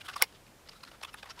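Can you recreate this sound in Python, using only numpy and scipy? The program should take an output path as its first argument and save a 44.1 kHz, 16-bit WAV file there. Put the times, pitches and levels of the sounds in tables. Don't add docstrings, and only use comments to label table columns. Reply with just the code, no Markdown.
import sys
import numpy as np
from scipy import signal
from scipy.fft import rfft, irfft
from scipy.io import wavfile
from scipy.ndimage import uniform_filter1d

SR = 44100
rng = np.random.default_rng(int(sys.argv[2]) if len(sys.argv) > 2 else 0)


def voltage_ratio(level):
    return 10 ** (np.asarray(level, float) / 20)


def master(y):
    cut = np.clip(np.atleast_2d(y).T, -1, 1)
    pcm = np.round(cut * 32767)
    wavfile.write(sys.argv[1], SR, pcm.astype(np.int16))


N = 61739

# pitch_hz, level_db (per Hz)
ROOM_SPECTRUM = [(15, -22), (32, 0.5), (100, -0.5), (240, -5.5), (600, -7), (3200, -17), (9000, -22),
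                 (15500, -28.5)]
# middle_s, length_s, level_db, pitch_hz
CHATTER_FIRST_CUT = [(.008, 0.0069, -56, 3100), (.012, .012, -52, 2420), (.014, .005, -50.5, 3950),
                     (.017, 0.0057, -44.5, 2800), (.018, 0.0065, -51, 3510), (.069, .003, -51, 3500),
                     (.0905, 0.0025, -37, 1510), (.141, 0.0053, -55, 2600), (.2385, 0.0017, -35, 4530),
                     (.226, 0.0031, -32.5, 880), (.243, 0.011, -50.5, 404), (.085, 0.0034, -48, 3500),
                     (.088, 0.0032, -35.5, 1470), (.097, 0.006, -42.5, 1260), (.115, 0.0061, -48, 1150),
                     (.162, 0.0061, -44, 5500), (.165, 0.0082, -34, 1150), (.168, 0.0042, -42.5, 4880),
                     (.172, 0.0076, -43, 1020), (.2085, 0.0023, -36.5, 1080), (.218, 0.0026, -33, 1470),
                     (.2285, 0.0044, -28, 1050)]
CHATTER_SECOND_CUT = [(.693, 0.0056, -49.5, 4440), (.694, 0.0043, -50, 5240), (.836, 0.0063, -47, 4160),
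                      (.837, .006, -55, 4960), (.837, 0.0075, -48.5, 1054), (1.266, .006, -54.5, 1950),
                      (1.386, 0.013, -55, 980), (1.033, .009, -53.5, 11020), (1.034, 0.0073, -42.5, 867),
                      (1.036, 0.0078, -39, 2650), (1.036, .008, -47.5, 5560), (1.037, .005, -53, 8800),
                      (1.039, 0.0059, -40.5, 1087), (1.050, .007, -44.5, 3440),
                      (1.052, 0.0065, -43.5, 2660), (1.051, 0.0055, -45, 1130), (1.052, .005, -58.5, 11100),
                      (1.135, 0.01, -54.5, 2630), (1.134, 0.0086, -59, 5340), (1.143, 0.0046, -47, 2530),
                      (1.143, 0.0065, -51.5, 11100), (1.143, 0.0059, -56, 9700), (1.145, .004, -39, 1320),
                      (1.149, 0.012, -48, 978), (1.159, 0.0018, -54, 1100), (1.231, 0.0042, -46.5, 2520),
                      (1.231, 0.0036, -42.5, 1670), (1.235, .006, -47.5, 830), (1.242, .004, -48, 1090),
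                      (1.258, .003, -49, 1040), (1.2615, 0.0027, -50, 1040)]
# middle_s, length_s, crunch_db, crunch_hz, steel_ring_db
BITES_FIRST_CUT = [(0.012, 0.029, -56, 3160, -67.5), (0.06, 0.029, -51.5, 3230, -59),
                   (0.085, 0.0061, -46.5, 3400, -52), (0.097, 0.016, -46, 2750, -59),
                   (0.117, 0.034, -58, 1990, -67), (0.14, 0.016, -46, 2700, -68),
                   (.165, .011, -49, 2710, -50.5), (0.18, 0.011, -50, 3860, -60),
                   (0.195, 0.029, -53, 3560, -63.5), (0.211, 0.002, -48, 2980, -64),
                   (0.22, 0.008, -32, 4740, -47), (0.229, 0.0054, -38, 2480, -42),
                   (0.238, .014, -40.5, 4380, -55), (0.288, 0.058, -65, 3160, -76),
                   (0.326, 0.006, -58.5, 2050, -82), (0.356, 0.037, -60.5, 3170, -84),
                   (0.467, 0.0046, -57, 2980, -87), (0.481, 0.013, -62.5, 2400, -85)]
BITES_TURNING = [(0.664, 0.013, -64, 2080, -85), (0.677, 0.0077, -56, 4120, -81),
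                 (0.693, 0.0098, -47.5, 4690, -64.5), (0.72, 0.018, -58, 2730, -72),
                 (0.733, 0.0079, -58, 4600, -76), (0.765, 0.058, -63.5, 3930, -74),
                 (0.809, 0.0093, -59.5, 4130, -81), (0.837, 0.012, -51.5, 2660, -60.5),
                 (0.851, 0.0052, -52, 4230, -66), (0.88, 0.039, -56, 1930, -71),
                 (0.918, 0.01, -56, 3040, -71), (0.944, 0.048, -62.5, 1850, -74)]
BITES_SECOND_CUT = [(1.015, 0.0068, -53.5, 4200, -76), (1.033, 0.012, -45, 3480, -54),
                    (1.05, 0.0085, -47.5, 3300, -55.5), (1.088, 0.033, -54.5, 3100, -77),
                    (1.133, 0.0076, -61, 2620, -63), (1.143, 0.0069, -51.5, 3580, -59),
                    (1.189, 0.04, -54.5, 3450, -71), (1.231, 0.0089, -48, 3470, -63.5),
                    (1.243, 0.0046, -56, 2460, -77), (1.259, 0.0086, -57, 1930, -67),
                    (1.274, 0.025, -60, 2740, -80), (1.303, 0.021, -48, 4770, -65),
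                    (1.314, 0.016, -50.5, 5300, -78), (1.364, 0.0091, -61.5, 2250, -81),
                    (1.382, 0.023, -56, 1870, -77), (1.394, 0.0049, -45, 3660, -58.5)]
# pitch_hz, level_db, t60_s
BLADE_LOW_MODES = [(2050, 2, 0.018), (2600, 2.5, 0.059), (3120, -5, 0.0064), (4300, -12, 0.011),
                   (4700, 16, 0.007), (5560, 6, 0.035)]
BLADE_HIGH_MODES = [(8870, -8, 0.0063), (9770, 5, 0.011), (10980, 0, 0.01)]
# middle_s, length_s, level_db, resonance_hz
FLEX_FIRST_CUT = [(0.015, 0.014, -56, 1550), (0.056, 0.036, -54.5, 1404), (0.089, 0.014, -42, 1235),
                  (0.098, 0.011, -44.5, 1480), (0.107, 0.012, -54, 1120), (0.138, 0.024, -53, 1530),
                  (0.165, .012, -41, 1164), (0.176, .012, -56, 1150), (0.202, 0.023, -50.5, 683),
                  (0.2088, 0.0043, -42, 1020), (0.217, 0.0049, -33.5, 1545), (0.225, 0.01, -34.5, 937),
                  (0.242, 0.011, -55.5, 1110)]
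FLEX_SECOND_CUT = [(0.663, 0.025, -64, 430), (0.677, 0.006, -75, 1260), (0.693, 0.0082, -58, 1090),
                   (0.722, 0.013, -66, 990), (0.734, 0.005, -56, 1230), (0.762, 0.038, -63, 1430),
                   (0.81, 0.0093, -71, 1820), (0.837, 0.012, -51, 1400), (0.85, 0.005, -61, 1050),
                   (0.881, 0.017, -55, 1440), (0.916, 0.0052, -49.5, 620), (0.945, 0.061, -60, 470),
                   (1.015, 0.0051, -49.5, 674), (1.034, 0.016, -48.5, 1750), (1.05, 0.01, -50, 1150),
                   (1.088, 0.03, -55, 1300), (1.134, 0.0067, -69, 1100), (1.146, 0.013, -48.5, 1285),
                   (1.189, 0.021, -59, 1270), (1.231, 0.0066, -52, 1400), (1.244, 0.006, -57, 1070),
                   (1.262, 0.0082, -51.5, 1060), (1.274, 0.01, -52.5, 970), (1.3, 0.034, -52, 1096),
                   (1.311, 0.012, -52, 1500), (1.365, 0.0091, -69, 890), (1.38, 0.021, -55.5, 1020),
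                   (1.394, 0.0045, -53.5, 950)]
# pitch_hz, level_db, t60_s
CARD_PANEL_MODES = [(970, 0, 0.049), (1150, 2, 0.031), (1358, 18, 0.022), (1630, 1, 0.021)]
# pitch_hz, level_db, t60_s
SNAP_MODES = [(276, -32, 0.014), (501, -25, 0.029), (930, -23, 0.021), (2190, 3.5, 0.0073),
              (2935, -18.5, 0.019), (3445, -13.5, 0.012), (4130, -5.5, 0.0043), (5500, 0.5, 0.0075),
              (6580, -16, 0.0086), (8150, -10.5, 0.0054), (10150, 1.5, 0.0051), (11260, -2, 0.0055),
              (12700, -10, 0.0036), (14900, -9, 0.003)]

CLOSE_TOP_HZ = 15700


def unit(x):
    return x / np.sqrt(np.sum(x ** 2) + 1e-18)


def low_cut(x, hz, order=2):
    return signal.sosfilt(signal.butter(order, hz, "high", fs=SR, output="sos"), x)


def ring(modes, rise_s, size=2048):
    t = np.arange(size) / SR
    total = np.zeros(size)
    for k, (hz, db, t60_s) in enumerate(modes):
        decay = np.exp(-np.log(1000) * t / t60_s)
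        total += (-1) ** k * voltage_ratio(db) * np.sin(2 * np.pi * hz * t) * decay
    return unit(total * (1 - np.exp(-t / rise_s)))


def fibres():
    fibres_per_s, spread_db = 14000, 2.5
    chance, size_draw, sign_draw = rng.random((3, N))
    size = voltage_ratio(-spread_db * np.log(1 - size_draw)) * np.sign(sign_draw - 0.5)
    silence = np.exp(np.clip((chance * SR / fibres_per_s - 1) * 20, -50, 50))
    return size / (1 + silence)


def add_burst(out, stream, middle_s, length_s, db, body):
    t = np.arange(N) / SR - middle_s - 0.018 * length_s
    width_s = length_s * np.where(t < 0, 0.36, 0.43 * 0.7)
    swell = np.exp(-0.5 * (t / width_s) ** 2)
    i = np.flatnonzero(swell > 1e-3)
    start, stop = i[0], i[-1] + 1
    burst = signal.fftconvolve((stream * swell)[start:stop], body)[:N - start]
    out[start:start + len(burst)] += unit(burst) * voltage_ratio(db) * np.sqrt(0.91 * length_s * SR)


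def room():
    room_db, hiss_top_hz = -58.5, 15600
    whine_hz, whine_db = 12000, -85
    hz = np.fft.rfftfreq(N, 1 / SR) + 1
    curve_hz, curve_db = np.array(ROOM_SPECTRUM).T
    shape = voltage_ratio(np.interp(np.log(hz), np.log(curve_hz), curve_db))
    hiss = irfft(rfft(rng.standard_normal(N)) * shape * (hz < hiss_top_hz), N)
    whine = np.sqrt(2) * voltage_ratio(whine_db) * np.sin(2 * np.pi * whine_hz * np.arange(N) / SR)
    return unit(hiss) * np.sqrt(N) * voltage_ratio(room_db) + whine


def chatter():
    roughness, grip_s = 0.48, 0.0012
    t, out = np.arange(N) / SR, np.zeros(N)
    waver = uniform_filter1d(rng.standard_normal((2, N)), size=int(grip_s * SR) + 1, axis=1)
    grip = 1 + roughness * (waver[0] + 1j * waver[1]) / np.std(waver)
    for k, (middle_s, length_s, db, hz) in enumerate(CHATTER_FIRST_CUT + CHATTER_SECOND_CUT):
        i = np.flatnonzero(np.abs(t - middle_s) < 2 * length_s)
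        since = t[i] - middle_s
        swell = np.exp(-0.5 * (since / (0.37 * length_s)) ** 2)
        burst = swell * np.imag(grip[i - 300 * k] * np.exp(2j * np.pi * hz * since))
        out[i] += voltage_ratio(db) * unit(burst) * np.sqrt(np.sum(swell ** 2))
    return out


def blades():
    rise_s, crunch_t60_s = 0.00017, 0.0056
    out, crunch_stream, steel_stream = np.zeros(N), fibres(), fibres()
    rasp_mid = voltage_ratio(6) * ring([(3430, 0, 0.00066)], rise_s)
    rasp_high = voltage_ratio(5) * ring([(9560, 0, 0.0007)], 1 / SR)
    low = voltage_ratio(-8) * ring(BLADE_LOW_MODES, rise_s) + rasp_mid
    high = ring(BLADE_HIGH_MODES, rise_s) + rasp_high
    for middle_s, length_s, db, hz, steel_db in BITES_FIRST_CUT + BITES_TURNING + BITES_SECOND_CUT:
        crunch = ring([(hz, 0, crunch_t60_s)], rise_s)
        add_burst(out, crunch_stream, middle_s, length_s, db, crunch + low)
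        add_burst(out, steel_stream, middle_s, length_s, steel_db, high)
    return out


def card():
    rise_s, flex_t60_s = 0.00067, 0.014
    out, stream = np.zeros(N), fibres()
    rasp_low = voltage_ratio(-1.5) * ring([(1500, 0, 0.0024)], 1 / SR)
    panel = low_cut(voltage_ratio(-12) * ring(CARD_PANEL_MODES, rise_s) + rasp_low, 860, order=4)
    for middle_s, length_s, db, hz in FLEX_FIRST_CUT + FLEX_SECOND_CUT:
        flex = low_cut(ring([(hz, 0, flex_t60_s)], rise_s), 0.64 * hz)
        add_burst(out, stream, middle_s, length_s, db, flex + panel)
    return out


def snap():
    snap_s, rise_s, snap_db = 0.2226, 0.00078, -12.5
    crack_s, crack_db = 0.00057, -4.5
    t = np.arange(N) / SR
    blow = np.sinc((t - snap_s) * SR)
    rung = signal.fftconvolve(blow, ring(SNAP_MODES, rise_s))[:N]
    after = np.maximum(t - snap_s, 0) / crack_s
    crack = np.diff(rng.standard_normal(N + 1)) * after * np.exp(-after)
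    return (rung + voltage_ratio(crack_db) * unit(crack)) * voltage_ratio(snap_db) * np.sqrt(0.0034 * SR)


def table_echo(near):
    echo_db, t60_s = -20, 0.068
    t = np.arange(8192) / SR
    tail = rng.standard_normal(8192) * np.exp(-np.log(1000) * t / t60_s) * (t > 0.002)
    tail = signal.lfilter([1], [1, -0.5], tail)
    tail = signal.sosfilt(signal.butter(8, CLOSE_TOP_HZ, fs=SR, output="sos"), tail)
    return voltage_ratio(echo_db) * signal.fftconvolve(near, unit(tail))[:N]


def scene():
    top_cut = signal.ellip(8, 0.2, 60, CLOSE_TOP_HZ, fs=SR, output="sos")
    cutting = signal.sosfilt(top_cut, chatter() + blades() + card())
    near = low_cut(cutting, 405) + low_cut(snap(), 160)
    return (room() + near + table_echo(near))[None]


def low_pass(x):
    return signal.sosfilt(signal.butter(12, 16820, fs=SR, output="sos"), x)


def record(dry):
    overload, top_hz = 0.75, 16500
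    rounded = overload * np.tanh(dry / overload)
    mix = signal.sosfilt(signal.ellip(10, 0.2, 90, top_hz, fs=SR, output="sos"), rounded)
    return low_pass(mix)


dry = scene()
out = record(dry)
master(out)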